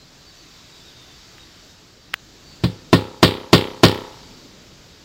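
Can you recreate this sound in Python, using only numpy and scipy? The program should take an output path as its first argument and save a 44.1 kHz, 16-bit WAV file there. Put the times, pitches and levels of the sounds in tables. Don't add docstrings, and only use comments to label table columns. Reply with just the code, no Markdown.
import sys
import numpy as np
from scipy import signal
from scipy.fft import rfft, irfft
from scipy.io import wavfile

SR = 44100
rng = np.random.default_rng(int(sys.argv[2]) if len(sys.argv) > 2 else 0)


def invert_db(x):
    u = np.asarray(x, float) / 20
    return 10 ** u


def store_pcm(level_fs):
    pcm = np.round(np.clip(level_fs, -1, 1) * 32767).astype(np.int16)
    wavfile.write(sys.argv[1], SR, np.atleast_2d(pcm).T)


N = 222518
TAIL = 2 ** 15


def rms_one(x):
    return x / np.sqrt(np.mean(x ** 2) + 1e-20)


def at_hz(points, hz, axis=1):
    points = np.array(points)
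    return np.interp(np.log(hz), np.log(points[:, 0]), points[:, axis])


def add(out, start_s, sound):
    at = round(start_s * SR)
    out[at:at + len(sound)] += sound[:N - at]


def butter(x, order, hz, kind):
    return signal.sosfilt(signal.butter(order, hz, kind, fs=SR, output="sos"), x)


def split(x, hz):
    low = signal.sosfiltfilt(signal.butter(4, hz, fs=SR, output="sos"), x)
    return low, x - low


def drift(rate_hz):
    r = np.exp(-80 * np.pi * rate_hz / SR)
    slow = signal.lfilter([1], [1, -2 * r, r * r], rng.standard_normal(N // 40 + 2002))[2000:]
    return np.interp(np.arange(N) / 40, np.arange(len(slow)), rms_one(slow))


def bands(white, low_hz, high_hz, count, run_in=0):
    edges = np.geomspace(low_hz, high_hz, count + 1)
    for k, (low, high) in enumerate(zip(edges, edges[1:])):
        yield np.sqrt(low * high), butter(white[k % 2], 2, [low, high], "band")[run_in:]


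def modes(table, spread_db):
    t = np.arange(TAIL) / SR
    hz, strength, t60 = np.transpose(table)[:, :, None]
    chance = invert_db(spread_db * rng.standard_normal(hz.shape))
    return np.sum(chance * strength * invert_db(-60 * t / t60) * np.sin(2 * np.pi * hz * t), axis=0)


def smear(before, after, low_hz, high_hz):
    noise = butter(rng.standard_normal(before + after), 2, [low_hz, high_hz], "band")
    return rms_one(noise) * np.sin(np.linspace(0, np.pi, before + after)) ** .3


# start_s, level_db, rattle_db, hide_share (1 = fully through the hide)
BLOWS = [
    (2.637, -4, -23, 0.93),
    (2.9290, 0.5, -13, 0.08),
    (3.228, 0, -7.5, 0.043),
    (3.5298, 0.5, -7.5, 0.011),
    (3.8336, 2.5, -6.5, 0.023),
]
# pitch_hz, signed strength, t60_s
KNOCK = [(401, 1, 0.017), (483.3, -0.096, 0.3), (632, 0.33, 0.04), (930, -0.45, 0.012), (989, -0.64, 0.02),
         (1090, 0.17, 0.12), (1358, 0.66, 0.015), (1448, -0.091, 0.14), (1830, 0.4, 0.09),
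         (1995, -0.42, 0.03), (2080, 0.18, 0.054), (2673, 0.78, 0.025), (3330, -0.073, 0.044),
         (3694, -0.69, 0.053), (3780, -0.63, 0.029), (4060, -0.71, 0.049), (4130, 0.75, 0.052),
         (4700, -0.84, .04)]
# pitch_hz, signed strength, t60_s
BOOM = [(75, -0.12, 0.28), (103.9, -0.22, 0.29), (132.6, 0.38, 0.15), (172.8, 1.5, .1), (168, -1.4, 0.043),
        (269, 0.51, 0.13), (339.5, 0.51, 0.075)]
# pitch_hz, signed strength, t60_s
MUFFLED = [(75.4, -0.49, 0.1), (104.5, -0.236, 0.3), (130, 0.48, 0.16), (176.3, 0.7, 0.16),
           (270, 0.4, 0.12), (328, 0.71, 0.067)]
# pitch_hz, signed strength, t60_s
BOARDS = [(422, .035, .55), (512.7, .025, .55), (846, .022, .7), (930, .02, .6)]
# pitch_hz, signed strength, t60_s
CLAP = [(260, -0.38, 0.018), (401, -0.86, 0.037), (513, -0.14, 0.034), (834, 0.12, 0.06),
        (970, -0.3, 0.013), (1342, 0.14, 0.047)]
CONTACT_MS, HIDE_MS = 0.12, 0.23
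FLUTTER_DB, FLUTTER_FOLLOWS = 1.74, 0.56
CRACK_TOP_DB = -3.5


def hammer():
    out, t = np.zeros(N), np.arange(TAIL) / SR
    near, clap_echo, crack_echo = yard()
    yard_noise = rng.standard_normal((2, TAIL))
    for start_s, level_db, rattle_db, hide in BLOWS:
        contact_ms = CONTACT_MS + HIDE_MS * hide
        push = t[:600] * np.exp(-t[:600] * 1000 / contact_ms)
        edge = np.exp(-t[:600] / .00008)
        push = push / push.sum() + 0.23 * edge / edge.sum()

        wall = MUFFLED if hide > .5 else BOOM
        bodies = (KNOCK, wall + BOARDS, CLAP)
        knock, boom, clap = [np.convolve(modes(body, spread_db=.9), push)[:TAIL] for body in bodies]
        knock = knock * invert_db(-6 * hide)
        boom = boom * (1 - np.exp(-t / 0.0036))

        hiss = invert_db(rattle_db) * rattle(0.76 * yard_noise + 0.6 * rng.standard_normal((2, TAIL)))
        low, top = split(butter(hiss, 2, 2350, "high"), 7000)
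        bright = low + invert_db(CRACK_TOP_DB) * top
        crack = 1.7 * bright * np.exp(-(t / 0.0036) ** 2)

        flutter = rfft(clap, 2 * TAIL) * clap_echo + rfft(crack, 2 * TAIL) * crack_echo
        flutter_db = FLUTTER_DB + FLUTTER_FOLLOWS * rattle_db
        heard = irfft(rfft(knock, 2 * TAIL) * near + invert_db(flutter_db) * flutter)[:TAIL]
        add(out, start_s, invert_db(level_db) * (boom + heard) + hiss)
        add(out, start_s - 240 / SR, invert_db(rattle_db - 24.5) * smear(240, 200, 900, 7000))
    return out


# pitch_hz, early_level_db (per Hz), early_t60_s, late_level_db, late_t60_s
RATTLE = [(180, -24, .12, -14, 0.42), (350, 3, 0.083, -8, 0.18), (670, 5.5, 0.095, -24, 1),
          (1500, 0, 0.08, -18.5, 0.51), (2770, 1, 0.058, -13.5, 0.37), (3860, 3, 0.16, -21, 0.62),
          (5170, 2, 0.039, -24.5, 0.47), (5940, -24, 0.072, -28, .25), (6660, -3.5, 0.045, -24, 0.29),
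          (7600, -19.5, 0.25, -23, 0.42), (9900, -26.5, 0.084, -18.5, 0.83), (13500, -20, 0.065, -20, 0.46),
          (15500, -20.5, 0.17, -18, 0.29)]


def rattle(white):
    t, out = np.arange(TAIL) / SR, 0
    for hz, band in bands(white, 150, 16400, count=23):
        early = invert_db(-60 * t / at_hz(RATTLE, hz, axis=2))
        late = invert_db(at_hz(RATTLE, hz, axis=3) - 60 * t / at_hz(RATTLE, hz, axis=4))
        out = out + invert_db(at_hz(RATTLE, hz)) * band * (early + late)
    return 2.6 * out * (1 - np.exp(-t / 0.0015))


# delay_ms, signed strength
NEAR = [(2.9, 0.82), (6.0, 0.35), (9.0, 0.11), (13.5, -0.28), (22.0, -0.047), (35.0, -0.051)]
# pitch_hz, level_db
ROUND_LOSS = [(60, -7), (250, -3.5), (430, -4), (540, -2.5), (690, -7.5), (880, -1.5), (1050, -2.5),
              (1300, -2.5), (1700, -3.5), (3000, -4.5), (5000, -7.5), (8000, -9), (12000, -4.5)]
ROUND_MS, BACK_MS, FRONT_MS = 30.9, 18.6, 30.2
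BACK_DB, BACK_CRACK_DB, FRONT_CRACK_DB = -6, 3.5, -5
SCATTER_MS, SCATTER = 2.1, .07


def yard():
    hz = np.maximum(np.fft.rfftfreq(2 * TAIL, 1 / SR), 1)

    def delay(ms):
        return np.exp(-2j * np.pi * hz * ms / 1000)

    near = 1 + sum(strength * delay(ms) for ms, strength in NEAR)
    loss = np.minimum(invert_db(at_hz(ROUND_LOSS, hz)), .9)
    lag = delay(SCATTER_MS)
    loss = loss * (SCATTER + lag) / (1 + SCATTER * lag) / lag
    back, front = [loss * delay(ms) / (1 - loss * delay(ROUND_MS)) for ms in (BACK_MS, FRONT_MS)]
    clap_echo = invert_db(BACK_DB) * back + front
    crack_echo = invert_db(BACK_CRACK_DB) * back + invert_db(FRONT_CRACK_DB) * front
    return near, clap_echo, crack_echo


# start_s, level_db (peak), edge_db, smear_db
TICKS = [
    (1.3825, -27, -30, -45),
    (2.14043, 1, -30, -30),
]
# pitch_hz, signed strength, t60_s
TICK_STEEL = [(3350, .26, .005), (6900, .04, 0.0038), (10000, .075, 0.0026), (15000, .1, .003)]
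TICK_HZ, TICK_TURNS, TICK_DROP_MS = 1520, 0.44, .22
TICK_SWELL_MS, TICK_DECAY_MS, SMEAR_MS = 0.17, .4, 5.5


def ticks():
    out, ms = np.zeros(N), np.arange(400) / SR * 1000
    half = round(SMEAR_MS * SR / 1000)
    turns = TICK_HZ * ms / 1000 + TICK_TURNS * (1 - np.exp(-ms / TICK_DROP_MS))
    decay = np.exp(-np.maximum(ms - TICK_SWELL_MS, 0) / TICK_DECAY_MS)
    ring = np.clip(ms / TICK_SWELL_MS, 0, 1) * decay * np.sin(2 * np.pi * turns)
    for start_s, peak_db, edge_db, smear_db in TICKS:
        edge = rng.standard_normal(len(ms)) * np.exp(-((ms - .3) / 0.22) ** 2)
        steel = modes(TICK_STEEL, spread_db=3.0)[:len(ms)]
        add(out, start_s, invert_db(peak_db) * (invert_db(edge_db) * edge + steel - ring))
        add(out, start_s - half / SR, invert_db(peak_db + smear_db) * smear(half, half, 1100, 3300))
    return out


def dip(x):
    centre_hz, width_hz, share = 6050, 950, 0.72
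    return x - share * signal.lfilter(*signal.iirpeak(centre_hz, centre_hz / width_hz, fs=SR), x)


# start_s, level_db (peak), pitch_hz, t60_s
THUDS = [
    (4.254, -41, 260, 0.22),
    (4.305, -36, 252, 0.24),
]


def thuds():
    out, t = np.zeros(N), np.arange(TAIL) / SR
    for start_s, peak_db, hz, t60 in THUDS:
        ring = modes([(hz, 1, t60)], spread_db=1.5)
        add(out, start_s, invert_db(peak_db) * ring * (1 - np.exp(-t / 0.0047)))
    return out


# start_s, length_s, pitch_hz (at start), level_db
NOTES = [(0.0, 0.039, 4130, -50), (.187, .06, 4100, -58), (.25, 0.054, 4550, -51.5), (.295, .09, 4060, -56),
         (.3, 0.083, 3810, -58), (.34, 0.089, 4570, -53), (.35, .13, 6040, -56), (.53, .13, 3560, -55),
         (.581, 0.077, 3930, -56), (.7, .05, 4670, -53), (.72, 0.079, 3860, -48.5), (.75, .09, 3510, -52),
         (.77, 0.064, 4670, -54), (.84, 0.073, 3780, -49.5), (.86, 0.064, 3550, -54),
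         (1.14, .04, 4740, -56), (1.154, 0.059, 3480, -59), (1.163, .04, 4370, -52),
         (1.212, .05, 4660, -57), (1.383, 0.064, 3780, -48), (1.57, .08, 4590, -52),
         (1.69, 0.029, 3760, -51), (2.43, .12, 4570, -54), (4.03, .1, 4690, -55), (4.19, 0.12, 4700, -53),
         (4.25, .1, 5260, -61), (4.34, .07, 4605, -50)]
# start_s, length_s, pitch_hz (at start), level_db
SLURS = [
    (.959, 0.086, 3780, -48),
    (1.072, 0.076, 3690, -51),
]
NOTE_SAG_HZ_PER_S, SLUR_FALL_HZ_PER_S = 430, 3100
TREES_S, TREES_DB = 0.021, -5.5


def birds():
    out, waver, fading = np.zeros(N), drift(60), invert_db(1.5 * drift(40))
    for calls, fall in ((NOTES, NOTE_SAG_HZ_PER_S), (SLURS, SLUR_FALL_HZ_PER_S)):
        for start_s, length_s, start_hz, level_db in calls:
            along = np.linspace(0, 1, round(length_s * SR))
            hz = start_hz - fall * length_s * along + 16.0 * waver[round(start_s * SR):][:len(along)]
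            whistle = np.sin(2 * np.pi * np.cumsum(hz) / SR)
            mirror = np.sin(2 * np.pi * np.cumsum(12150 - hz) / SR)
            swell = np.sin(np.pi * along) ** .3
            add(out, start_s, invert_db(level_db - 1.5) * swell * (whistle + 0.079 * mirror))
    lag = np.arange(TAIL // 8) / SR
    trees = rng.standard_normal(len(lag)) * np.exp(-lag / TREES_S)
    blurred = signal.fftconvolve(out, trees / np.linalg.norm(trees))[:N]
    return out * fading + invert_db(TREES_DB) * blurred


# pitch_hz, width_hz, level_db (at mean breeze)
CHORUS = [(3760, 120, -66), (4626, 170, -63.5), (5280, 200, -65.5)]
CHORUS_THROB_DB = 2.5


def chorus():
    out = np.zeros(N)
    for hz, width_hz, level_db in CHORUS:
        b, a = signal.iirpeak(hz, hz / width_hz, fs=SR)
        line = signal.lfilter(b, a, signal.lfilter(b, a, rng.standard_normal(N)))
        out += invert_db(level_db + CHORUS_THROB_DB * drift(4.3)) * rms_one(line)
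    return out


# start_s, level_db
GUST = [(0.0, -50.5), (.49, -48.5), (1.0, -47.5), (1.55, -48), (1.98, -51.5), (2.55, -48), (3.4, -49.5),
        (4.1, -46), (4.5, -48.5), (5.05, -50.5)]


def gusts():
    return np.interp(np.arange(N) / SR, *np.transpose(GUST))


def breeze(spectrum, low_hz, high_hz, patchy_db, count):
    together, out = drift(0.61), 0
    white = rng.standard_normal((2, N + 9000))
    for hz, band in bands(white, low_hz, high_hz, count, run_in=9000):
        swell_db = patchy_db * (.4 * together + drift(8))
        out = out + invert_db(at_hz(spectrum, hz) + swell_db) * band
    return rms_one(out)


# pitch_hz, level_db (per Hz)
LEAVES = [(400, -42), (700, -6), (1500, -5.5), (2600, -7), (3700, -4), (4700, -3.5), (5700, -7), (7400, -9),
          (8200, -19), (9800, -21.5), (13000, -18), (15500, -15.5)]
STEP_HZ, STEP_DB = 7700, -6.5


def leaves(gust_db):
    dull, bright = split(breeze(LEAVES, 424, 15470, patchy_db=1.0, count=26), STEP_HZ)
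    return invert_db(gust_db) * (dull + invert_db(STEP_DB) * bright)


# pitch_hz, level_db (per Hz)
RUMBLE = [(12, -35), (20, 5), (156, -2), (195, -7.5), (315, -4.5), (369, -20.5), (406, -6), (665, -16),
          (900, -43), (1170, -46), (1980, -120)]
RUMBLE_DB, RUMBLE_FOLLOWS = -50, .6
NEARS_S, NEARS_TAKES_S = 2.36, 0.32
TRAFFIC_HZ, NEARS_DB, DEEP_NEARS_DB = 111, 5.5, 3


def rumble(gust_db):
    nearness = .5 * (1 + np.tanh((np.arange(N) / SR - NEARS_S) / NEARS_TAKES_S))
    deep, traffic = split(breeze(RUMBLE, 18, 900, patchy_db=1.2, count=12), TRAFFIC_HZ)
    swelling = invert_db(DEEP_NEARS_DB * nearness) * deep + invert_db(NEARS_DB * nearness) * traffic
    return invert_db(RUMBLE_DB + RUMBLE_FOLLOWS * (gust_db - gust_db.mean())) * swelling


def scene():
    gust_db = gusts()
    close = dip(hammer() + ticks()) + thuds()
    far = birds() + invert_db(gust_db - gust_db.mean()) * chorus() + leaves(gust_db) + rumble(gust_db)
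    return (close + far)[None]


def roll_off(x):
    return signal.sosfilt(signal.butter(12, 16450, fs=SR, output="sos"), x)


OVERLOAD, HARDNESS = .97, 8.0
MIC_LOW_HZ, CUTOFF_HZ = 54.4, 15830


def record(dry):
    heard = butter(dry, 1, MIC_LOW_HZ, "high")
    flat = heard / (1 + np.abs(heard / OVERLOAD) ** HARDNESS) ** (1 / HARDNESS)
    cut = signal.sosfilt(signal.ellip(8, .5, 24, CUTOFF_HZ, fs=SR, output="sos"), flat)
    return roll_off(cut)


dry = scene()
out = record(dry)
store_pcm(out)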